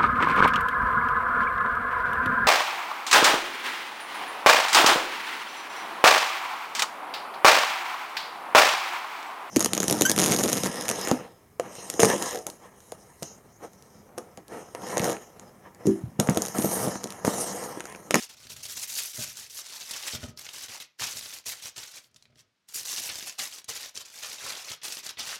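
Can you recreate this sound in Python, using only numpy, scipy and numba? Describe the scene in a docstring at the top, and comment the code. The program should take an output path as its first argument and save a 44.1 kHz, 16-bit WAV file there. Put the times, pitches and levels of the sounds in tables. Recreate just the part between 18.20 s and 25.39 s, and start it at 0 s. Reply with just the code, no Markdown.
"""Aluminium foil crackles as hands fold and press it round a parcel: swarms of tiny creases snap, each
a short damped vibration, and larger facets buckle in short cascades that ring in the same way.
The parcel and the foil roll knock and drag on a steel kitchen counter, which booms on a few low modes.
Sheet and kitchen smear the sound with dense reflections, over a quiet room hush, close to a phone."""
import sys
import numpy as np
from scipy import signal
from scipy.fft import rfft, irfft
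from scipy.io import wavfile
from scipy.ndimage import uniform_filter1d
from numba import njit

SR = 44100
rng = np.random.default_rng(int(sys.argv[2]) if len(sys.argv) > 2 else 0)


def generate_wav(signal):
    """Clip the signal to [-1, 1] and save it as 16-bit WAV at the path in sys.argv[1]."""
    frames = np.transpose(np.atleast_2d(signal))
    scaled = np.clip(frames, -1, 1) * 32767
    pcm = np.round(scaled).astype(np.int16)
    wavfile.write(sys.argv[1], SR, pcm)


def rack_gain(trim_db):
    """Turn a fader trim in dB into the linear factor to multiply a signal by."""
    fader = np.asarray(trim_db, float)
    return 10 ** (fader / 20)


N = 317079  # length in samples


def crackle(spread_db, cycles, surge_db):
    """Crackling noise: a swarm of small snaps, most faint and a few strong, with a level that flickers quickly."""
    # spectrum of the foil's crackle: f/Hz, relative level per Hz/dB
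    foil_spectrum = [(120, -28), (250, -24), (500, -13), (1000, -10.5), (2000, -10), (3500, -10),
                     (6000, -5.5), (8500, -12), (13000, -12.5), (16000, -21)]
    snaps_per_s = 12000
    low, high = 2500, 8500  # Hz, limits of folds and of creases
    # relative levels in smooth and in crumpled foil, dB
    fold_db, crease_db = (-19, -2), (3, -15.5)

    when, pitch, strength, sign = rng.random((int(snaps_per_s * N / SR), 4)).T
    hz = 250 * 70 ** pitch ** .6  # fine creases outnumber large folds
    # size rises with pitch so that the swarm is white before the foil colours it
    size = hz * pitch ** -.33
    size = size * rack_gain(-spread_db * np.log(1.003 - strength)) * np.sign(sign - .5)

    hold = SR // 45  # samples per random surge value
    surge = np.repeat(rng.standard_normal(N // hold + 1), hold)
    surge = uniform_filter1d(surge, hold // 2)[:N]
    swarm = snaps(when * N / SR, hz, cycles, size) * rack_gain(surge_db * surge)

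    gain, crumpled = hands()
    middle = unit(colour(swarm, foil_spectrum, low, high))
    folds = rack_gain(between(fold_db, crumpled)) * unit(colour(swarm, foil_spectrum, hi_hz=low))
    creases = rack_gain(between(crease_db, crumpled)) * unit(colour(swarm, foil_spectrum, lo_hz=high))
    return gain * (middle + folds + creases)


def snaps(s, hz, cycles, size):
    """Free vibration: creases flip at times s and ring a few cycles at their own pitch."""
    hz = np.clip(hz, 150, .45 * SR)
    start = np.clip(s * SR, 0, N).astype(np.int64)
    t60 = np.maximum(cycles, 1) / hz
    return rings(N, start, hz, t60, size, 1. * SR)


@njit
def rings(n, start, hz, t60, size, sr):
    """Exponential decay: a rotating, shrinking phasor draws each damped sine from its start sample."""
    out = np.zeros(n)
    for k in range(len(start)):
        turn = np.exp(2j * np.pi * hz[k] / sr - np.log(1000) / (t60[k] * sr))
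        z = size[k] + 0j
        for i in range(start[k], min(n, start[k] + int(t60[k] * sr))):
            out[i] += z.imag
            z *= turn
    return out


def hands():
    """Driven crumpling: crackle gain and how crumpled the handled foil is, at every sample."""
    # hands pull, fold or press the foil: start t/s, length t/s, relative crackle level at start/dB,
    # relative crackle level at end/dB, crumpled share (0-1)
    presses = [(0, 0.043, -44, -38.5, 0.46), (0.094, 0.046, -49.5, -51.5, 0.6), (.17, 0.1, -53, -53, 0.56),
               (0.296, 0.045, -44.5, -50, 0.2), (0.363, 0.049, -46, -49, 0.5),
               (0.432, .11, -41.5, -42, 0.17), (0.569, 0.083, -36, -37.5, 0.17),
               (0.677, .12, -41, -33, 0.14), (0.812, .1, -34, -44.5, 0.13), (0.936, 0.11, -43, -36.5, 0.18),
               (1.038, 0.17, -40.5, -51.5, 0.4), (1.172, .1, -39, -47, 0.36),
               (1.298, 0.093, -54.5, -36, 0.06), (1.398, .31, -44.5, -42, 0.52),
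               (1.714, 0.24, -40.5, -34, 0.61), (1.942, 0.15, -46.5, -48, 0.74),
               (2.176, 0.138, -46.5, -48, .5), (2.333, .13, -40.5, -41.5, .5),
               (2.489, 0.09, -41.5, -45.5, 0.7), (2.605, 0.026, -36, -44.5, 0.44),
               (2.799, 0.095, -30.5, -34.5, 0.66), (2.89, 0.3, -40.5, -43.5, 0.41),
               (3.262, 0.035, -37, -28.5, 0.32), (3.321, 0.073, -39.5, -47, 0.45),
               (3.418, 0.059, -45, -34, 0.4), (3.564, 0.075, -39.5, -40, 0.68),
               (3.65, .07, -48.5, -49, 0.55), (3.729, 0.051, -51.5, -40, 0.58),
               (3.794, .07, -68, -64.5, 0.3), (3.943, 0.11, -70, -72, .5), (4.155, 0.051, -68, -59.5, .6),
               (4.487, .045, -47.5, -54, 0.27), (4.543, 0.073, -37.5, -40.5, 0.07),
               (4.649, .24, -35.5, -38, 0.35), (4.895, .2, -42.5, -40, .5), (5.092, 0.072, -42, -56.5, .5),
               (5.189, 0.088, -31.5, -40, 0.55), (5.276, 0.12, -42, -48.5, 0.43),
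               (5.49, 0.08, -32.5, -43, 0.63), (5.554, 0.13, -41, -41.5, 0.59),
               (5.749, 0.072, -42.5, -45, 0.58), (5.853, 0.21, -49, -48, 0.57),
               (6.028, .14, -33.5, -44, 0.65), (6.181, 0.068, -43, -33.5, 0.77),
               (6.265, 0.16, -34, -41.5, 0.81), (6.444, 0.091, -45, -36, 0.7),
               (6.634, 0.16, -40.5, -37.5, 0.54), (6.833, 0.083, -43.5, -45, 0.65),
               (6.989, .17, -36, -36.5, 0.76)]
    t, power = strokes(presses, attack=2498, release=699)
    total = power.sum(axis=0) + 1e-30
    crumpled = np.array(presses)[:, 4] @ power / total  # mean weighted by power
    return [np.interp(np.arange(N) / SR, t, c) for c in (np.sqrt(total), crumpled)]


def strokes(rows, attack, release):
    """Exponential envelopes: power of each stroke rises, runs straight in dB and falls (slopes in dB/s)."""
    t = np.arange(0, N + 64, 64) / SR
    s, length, first_db, last_db = np.transpose(rows)[:4, :, None]
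    run = first_db + (last_db - first_db) * np.clip((t - s) / length, 0, 1)
    rise = attack * np.maximum(s - t, 0)
    fall = release * np.maximum(t - s - length, 0)
    return t, rack_gain(2 * (run - rise - fall))


def between(ends, share):
    """Linear interpolation from the first value to the second as share goes from 0 to 1."""
    return ends[0] + (ends[1] - ends[0]) * share


def buckles(count, cycles, octaves, first_db, rest_db):
    """Snap-through instability: one sharp snap, then neighbours give way in a cascade that dies out."""
    # the clearest facets that buckle: t/s, relative level/dB, centre f/Hz, cascade time scale t/s
    clear_facets = [(0.0981, -30.5, 4480, 0.0174), (0.2366, -33, 5000, 0.0138),
                    (0.2689, -31.5, 5000, 0.0079), (0.3008, -25, 5700, 0.0116), (0.364, -26.5, 5900, 0.006),
                    (0.4044, -30, 5200, 0.0088), (0.4318, -32.5, 5200, 0.0076),
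                    (0.4536, -20.5, 5900, 0.0121), (0.497, -21.5, 5900, 0.0099),
                    (0.5574, -23.5, 6200, 0.0273), (0.5728, -18.5, 6200, 0.0071),
                    (0.8024, -15, 6600, 0.0108), (0.9417, -27, 6300, 0.0295), (0.9897, -24, 6200, 0.03),
                    (1.0426, -21, 5800, 0.0031), (1.1525, -35.5, 5100, 0.023), (1.1705, -30, 6100, 0.0121),
                    (1.2976, -31.5, 5900, 0.0229), (1.3504, -30, 6600, 0.0261), (1.4963, -31, 4600, 0.015),
                    (1.5244, -27.5, 4800, 0.0078), (1.6078, -24.5, 5100, 0.03), (1.6609, -28, 5200, 0.0038),
                    (1.7099, -12.5, 6350, 0.0085), (1.7373, -23, 4900, 0.003), (1.8509, -25, 4420, 0.0092),
                    (1.8775, -21.5, 5100, 0.0067), (1.9205, -21, 4330, 0.0263),
                    (2.0317, -26.5, 2300, 0.0062), (2.1632, -54, 5100, 0.027),
                    (2.1748, -26.5, 4940, 0.0025), (2.1933, -20, 6800, 0.0023), (2.2115, -29, 4200, 0.0093),
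                    (2.2376, -37, 5200, 0.0096), (2.2657, -22.5, 3250, 0.0045), (2.2898, -21, 4100, 0.0042),
                    (2.3334, -27, 5800, 0.0281), (2.3601, -28, 4500, 0.014), (2.4102, -26.5, 4300, 0.0254),
                    (2.4348, -24.5, 5300, 0.005), (2.4841, -25.5, 3880, 0.0028),
                    (2.4989, -28, 4380, 0.0032), (2.5184, -27.5, 5700, 0.0076),
                    (2.6007, -28.5, 3700, 0.021), (2.7827, -47.5, 5500, 0.028),
                    (2.7916, -29.5, 4730, 0.024), (2.8745, -22, 4800, 0.003), (2.916, -27, 6100, 0.022),
                    (2.969, -22, 5000, 0.0107), (3.01, -22, 4400, 0.0041), (3.0572, -22.5, 5200, 0.0079),
                    (3.1257, -26, 5300, 0.0237), (3.1704, -31, 5300, 0.02), (3.1869, -26, 5600, 0.0026),
                    (3.2406, -41, 4100, 0.0081), (3.2529, -38, 4800, 0.027), (3.2623, -22, 5520, 0.0271),
                    (3.399, -35, 4100, 0.0159), (3.4245, -27.5, 6270, 0.004), (3.4571, -17, 4900, 0.003),
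                    (3.5425, -46, 4300, 0.0057), (3.561, -28, 4500, 0.0117), (3.5801, -22, 5250, 0.0137),
                    (3.6744, -29, 5600, 0.018), (3.7384, -31, 4700, 0.0247), (3.8426, -41, 4900, 0.0041),
                    (3.9128, -52, 5200, 0.0058), (3.9444, -42, 5600, 0.0033), (3.9611, -35, 5700, 0.01),
                    (4.0075, -55, 3500, 0.0075), (4.0246, -37.5, 5250, 0.0026), (4.0549, -40, 3300, 0.003),
                    (4.1027, -56, 3900, 0.0084), (4.1237, -57, 2300, 0.0075), (4.1574, -44, 4000, 0.0044),
                    (4.1739, -48, 4100, 0.0244), (4.1918, -40, 5200, 0.0088), (4.4866, -32, 6600, 0.0142),
                    (4.524, -32.5, 7400, 0.0058), (4.5392, -29, 7500, 0.0075),
                    (4.5569, -17.5, 6600, 0.0073), (4.6034, -22, 6000, 0.0134), (4.6318, -23, 5800, 0.0058),
                    (4.6536, -19.5, 5700, 0.0094), (4.6823, -22.5, 5200, 0.0044),
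                    (4.709, -20, 5700, 0.0038), (4.7298, -18, 5800, 0.0061), (4.7772, -17, 4520, 0.0237),
                    (4.8617, -23, 5100, 0.0027), (4.8905, -19.5, 3960, 0.0288),
                    (4.9556, -16.5, 5070, 0.0053), (4.9866, -23, 5100, 0.0042), (5.0072, -25, 3700, 0.0073),
                    (5.0259, -22, 4900, 0.0058), (5.0719, -17, 5540, 0.0116), (5.0961, -19, 5040, 0.004),
                    (5.1957, -15.5, 5000, 0.0097), (5.3241, -25, 5300, 0.0087), (5.36, -28, 5400, 0.0031),
                    (5.3854, -23.5, 4800, 0.0034), (5.4171, -37, 5200, 0.0044), (5.4436, -27, 6000, 0.0034),
                    (5.488, -24.5, 5160, 0.027), (5.5549, -25.5, 4930, 0.03), (5.6128, -30, 5400, 0.0046),
                    (5.6325, -36, 5500, 0.021), (5.66, -23.5, 4470, 0.003), (5.7627, -23.5, 4960, 0.0162),
                    (5.7748, -16.5, 5100, 0.0045), (5.8067, -25, 4640, 0.016), (5.8514, -33, 5300, 0.016),
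                    (5.9751, -30.5, 4900, 0.0257), (6.0236, -31.5, 4160, 0.0247),
                    (6.1841, -30, 4700, 0.0247), (6.4899, -26, 4650, 0.0246), (6.5169, -18, 5030, 0.0062),
                    (6.6159, -32.5, 3900, 0.0257), (6.6372, -30, 4400, 0.0247),
                    (6.6516, -18.5, 4770, 0.0051), (6.6815, -19, 5100, 0.0051), (6.7007, -23, 4900, 0.0064),
                    (6.723, -17, 5430, 0.0043), (6.77, -18, 5300, 0.0044), (6.8395, -29, 4000, 0.004),
                    (6.8651, -17.5, 5740, 0.0066), (6.8911, -17.5, 4600, 0.0075),
                    (6.9076, -26, 4400, 0.003), (6.971, -29, 3300, 0.031), (6.9859, -39, 4200, 0.022),
                    (6.9949, -18, 4800, 0.03)]
    rows = np.vstack([clear_facets, lesser()])
    s, db, hz, length = rows.T[:, :, None]
    length = np.clip(length, .001, .05)
    chance = rng.standard_normal((len(rows), 2, count))

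    # delay in units of the time scale; three creases flip at once as the first snap
    late = rng.gamma(1.3, .55, size=(len(rows), count)) * (np.arange(count) > 2)
    pitch = hz * 2 ** (octaves * np.tanh(0.26 * chance[:, 0]) / 0.52)

    # a long cascade opens with a weaker snap and spreads its creases thinner, so each must be larger
    first = rack_gain(first_db - 490 * length)
    rest = rack_gain(rest_db) * np.sqrt(length * SR / count) * np.tanh(chance[:, 1]) * np.exp(-.7 * late)
    # large slow creases radiate less than small quick ones
    size = rack_gain(db) * np.where(late > 0, rest, first) * np.sqrt(pitch / hz)
    return snaps((s + length * late).ravel(), pitch.ravel(), cycles, size.ravel())


def lesser():
    """Random point process: lesser facets buckle above the crackle of the moment, lower if crumpled."""
    per_s = 30
    above_db, spread_db = 11.5, 6
    centre_hz = (6500, 4200)  # smooth, crumpled
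    mean_s = .006  # cascade time scale

    when, strength, span = rng.random((int(per_s * N / SR), 3)).T
    gain, crumpled = np.array(hands())[:, (when * N).astype(int)]
    db = 20 * np.log10(gain) + above_db + spread_db * (2 * strength - 1)
    return np.transpose([when * N / SR, db, between(centre_hz, crumpled), 2 * mean_s * span])


def counter(knock_db, drag_db):
    """Modal excitation: soft knocks and a rough drag drive the low modes of the steel top."""
    # knocks on the counter: t/s, relative level/dB
    knocks = [(0.144, -51), (0.199, -51), (0.253, -44), (0.269, -47), (0.319, -43), (0.339, -45.5),
              (0.479, -56), (0.983, -32), (0.991, -28), (1.009, -33), (1.078, -41.5), (1.201, -48),
              (1.935, -30), (1.948, -25.5), (2.031, -26), (2.043, -24), (2.084, -34), (2.115, -49),
              (2.491, -44), (2.813, -33), (2.956, -39.5), (3.278, -44), (3.446, -44), (3.575, -46),
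              (3.952, -52), (4.058, -58), (4.1, -54), (4.13, -51), (4.163, -51), (4.599, -48), (4.781, -59),
              (5.186, -48), (5.482, -46), (6.09, -54), (6.241, -41), (6.506, -39), (6.995, -53)]
    # modes of the counter: f/Hz, relative level/dB, 60 dB decay t/s
    modes = [(82, -25, 0.088), (124, -0.5, 0.11), (147.8, -11.5, 0.24), (235.6, -4, 0.09),
             (406, 3.5, 0.013), (610, -5.5, 0.068), (950, -23.5, 0.042), (1270, -12.5, 0.17),
             (1390, -30.5, 0.025)]
    # roll and parcel drag: start t/s, length t/s, relative level at start/dB, relative level at end/dB
    drags = [(.1, 0.21, -65, -64), (.36, 0.39, -54, -71), (1.05, 0.25, -62, -67), (2.06, 0.3, -48, -72),
             (2.95, 0.17, -62, -70), (3.86, 0.39, -71, -67)]
    contact_s = 0.0008
    press_rumble_db = -29  # pressing hands also shake the counter

    t = np.arange(SR) / SR
    body = sum(rack_gain(db - 60 * t / t60) * np.sin(2 * np.pi * hz * t) for hz, db, t60 in modes)

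    force = np.zeros(N)
    push = np.hanning(int(np.clip(contact_s, .0005, .02) * SR) + 2)
    for s, db in knocks:
        force[int(s * SR):][:len(push)] += rack_gain(db) * push / push.sum()
    boom = signal.fftconvolve(force, body)[:N]

    # under the drag the modes die away faster
    damped_body = body * rack_gain(-250 * t)
    rumble = unit(signal.fftconvolve(rng.standard_normal(N), damped_body)[:N])
    when, power = strokes(drags, attack=303, release=198)
    rub = np.interp(np.arange(N) / SR, when, np.sqrt(power.sum(axis=0)))
    rub = rub + rack_gain(press_rumble_db) * hands()[0]
    return rack_gain(knock_db) * boom + rack_gain(drag_db) * rub * rumble


def tail(x, t60, top_t60, db, size, hop):
    """Diffuse reverberation: dense reflections, the treble fading at its own rate."""
    t = np.arange(size - 2 * hop) / SR
    # the source keeps moving, so each overlapping moment gets a new pattern of reflections
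    frames = np.lib.stride_tricks.sliding_window_view(np.pad(x, hop), 2 * hop)[::hop]
    frames = frames * np.hanning(2 * hop + 1)[:-1]
    noise = rng.standard_normal((len(frames), len(t)), dtype=np.float32)
    dull = uniform_filter1d(noise, size=5)
    response = dull * rack_gain(-60 * t / t60) + (noise - dull) * rack_gain(-60 * t / top_t60)
    response /= np.sqrt(np.mean(np.sum(response ** 2, axis=1)))

    wet = irfft(rfft(frames, size) * rfft(response, size), size)
    out = np.zeros(N + size + hop)
    for k, piece in enumerate(wet):
        out[k * hop:][:size] += piece
    return rack_gain(db) * out[hop:][:N]


def kitchen():
    """Stationary coloured noise: the quiet hush of the room."""
    # spectrum of the hush: f/Hz, relative level per Hz/dB
    hush_spectrum = [(18, -40), (40, -14), (190, 0), (450, -9), (950, -7), (1900, -7), (5200, -10),
                     (9000, -22), (16000, -32)]
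    return rack_gain(-78) * unit(colour(rng.standard_normal(N), hush_spectrum))


def unit(x):
    """Normalisation: scale to rms 1."""
    return x / np.sqrt(np.mean(x ** 2))


def colour(x, points, lo_hz=0, hi_hz=SR):
    """Linear filtering: shape the spectrum by (f/Hz, level/dB) points, between two soft edges."""
    hz = np.arange(1, N // 2 + 2) * SR / N
    f, db = np.transpose(points)
    edges = 1 / np.sqrt((1 + (lo_hz / hz) ** 6) * (1 + (hz / hi_hz) ** 6))
    return irfft(rfft(x) * rack_gain(np.interp(np.log(hz), np.log(f), db)) * edges, N)


def scene():
    """Superposition: foil with the shimmer of its own sheet, the counter, and the walls around both."""
    foil = rack_gain(-5.5) * crackle(spread_db=3.5, cycles=5.65, surge_db=2.5)
    foil = foil + buckles(count=110, cycles=12.7, octaves=0.88, first_db=-10.5, rest_db=-18.5)
    foil = foil + tail(foil, t60=0.011, top_t60=0.021, db=-3.5, size=2048, hop=128)
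    near = foil + counter(knock_db=-10, drag_db=-6.0)
    walls = tail(near, t60=0.27, top_t60=0.063, db=-8.5, size=8192, hop=512)
    return (near + walls + kitchen())[None]


def low_pass(x):
    """Removes everything above the highest recorded frequency."""
    return signal.sosfilt(signal.butter(12, 16160, fs=SR, output="sos"), x)


def record(dry):
    """High-pass filtering and saturation: the phone cuts the deepest bass and rounds the sharpest peaks."""
    cut = signal.sosfilt(signal.butter(3, 65, "high", fs=SR, output="sos"), dry)
    ceiling = rack_gain(-16)
    mix = ceiling * np.tanh(cut / ceiling)
    return low_pass(mix)


dry = scene()
out = record(dry)
generate_wav(out)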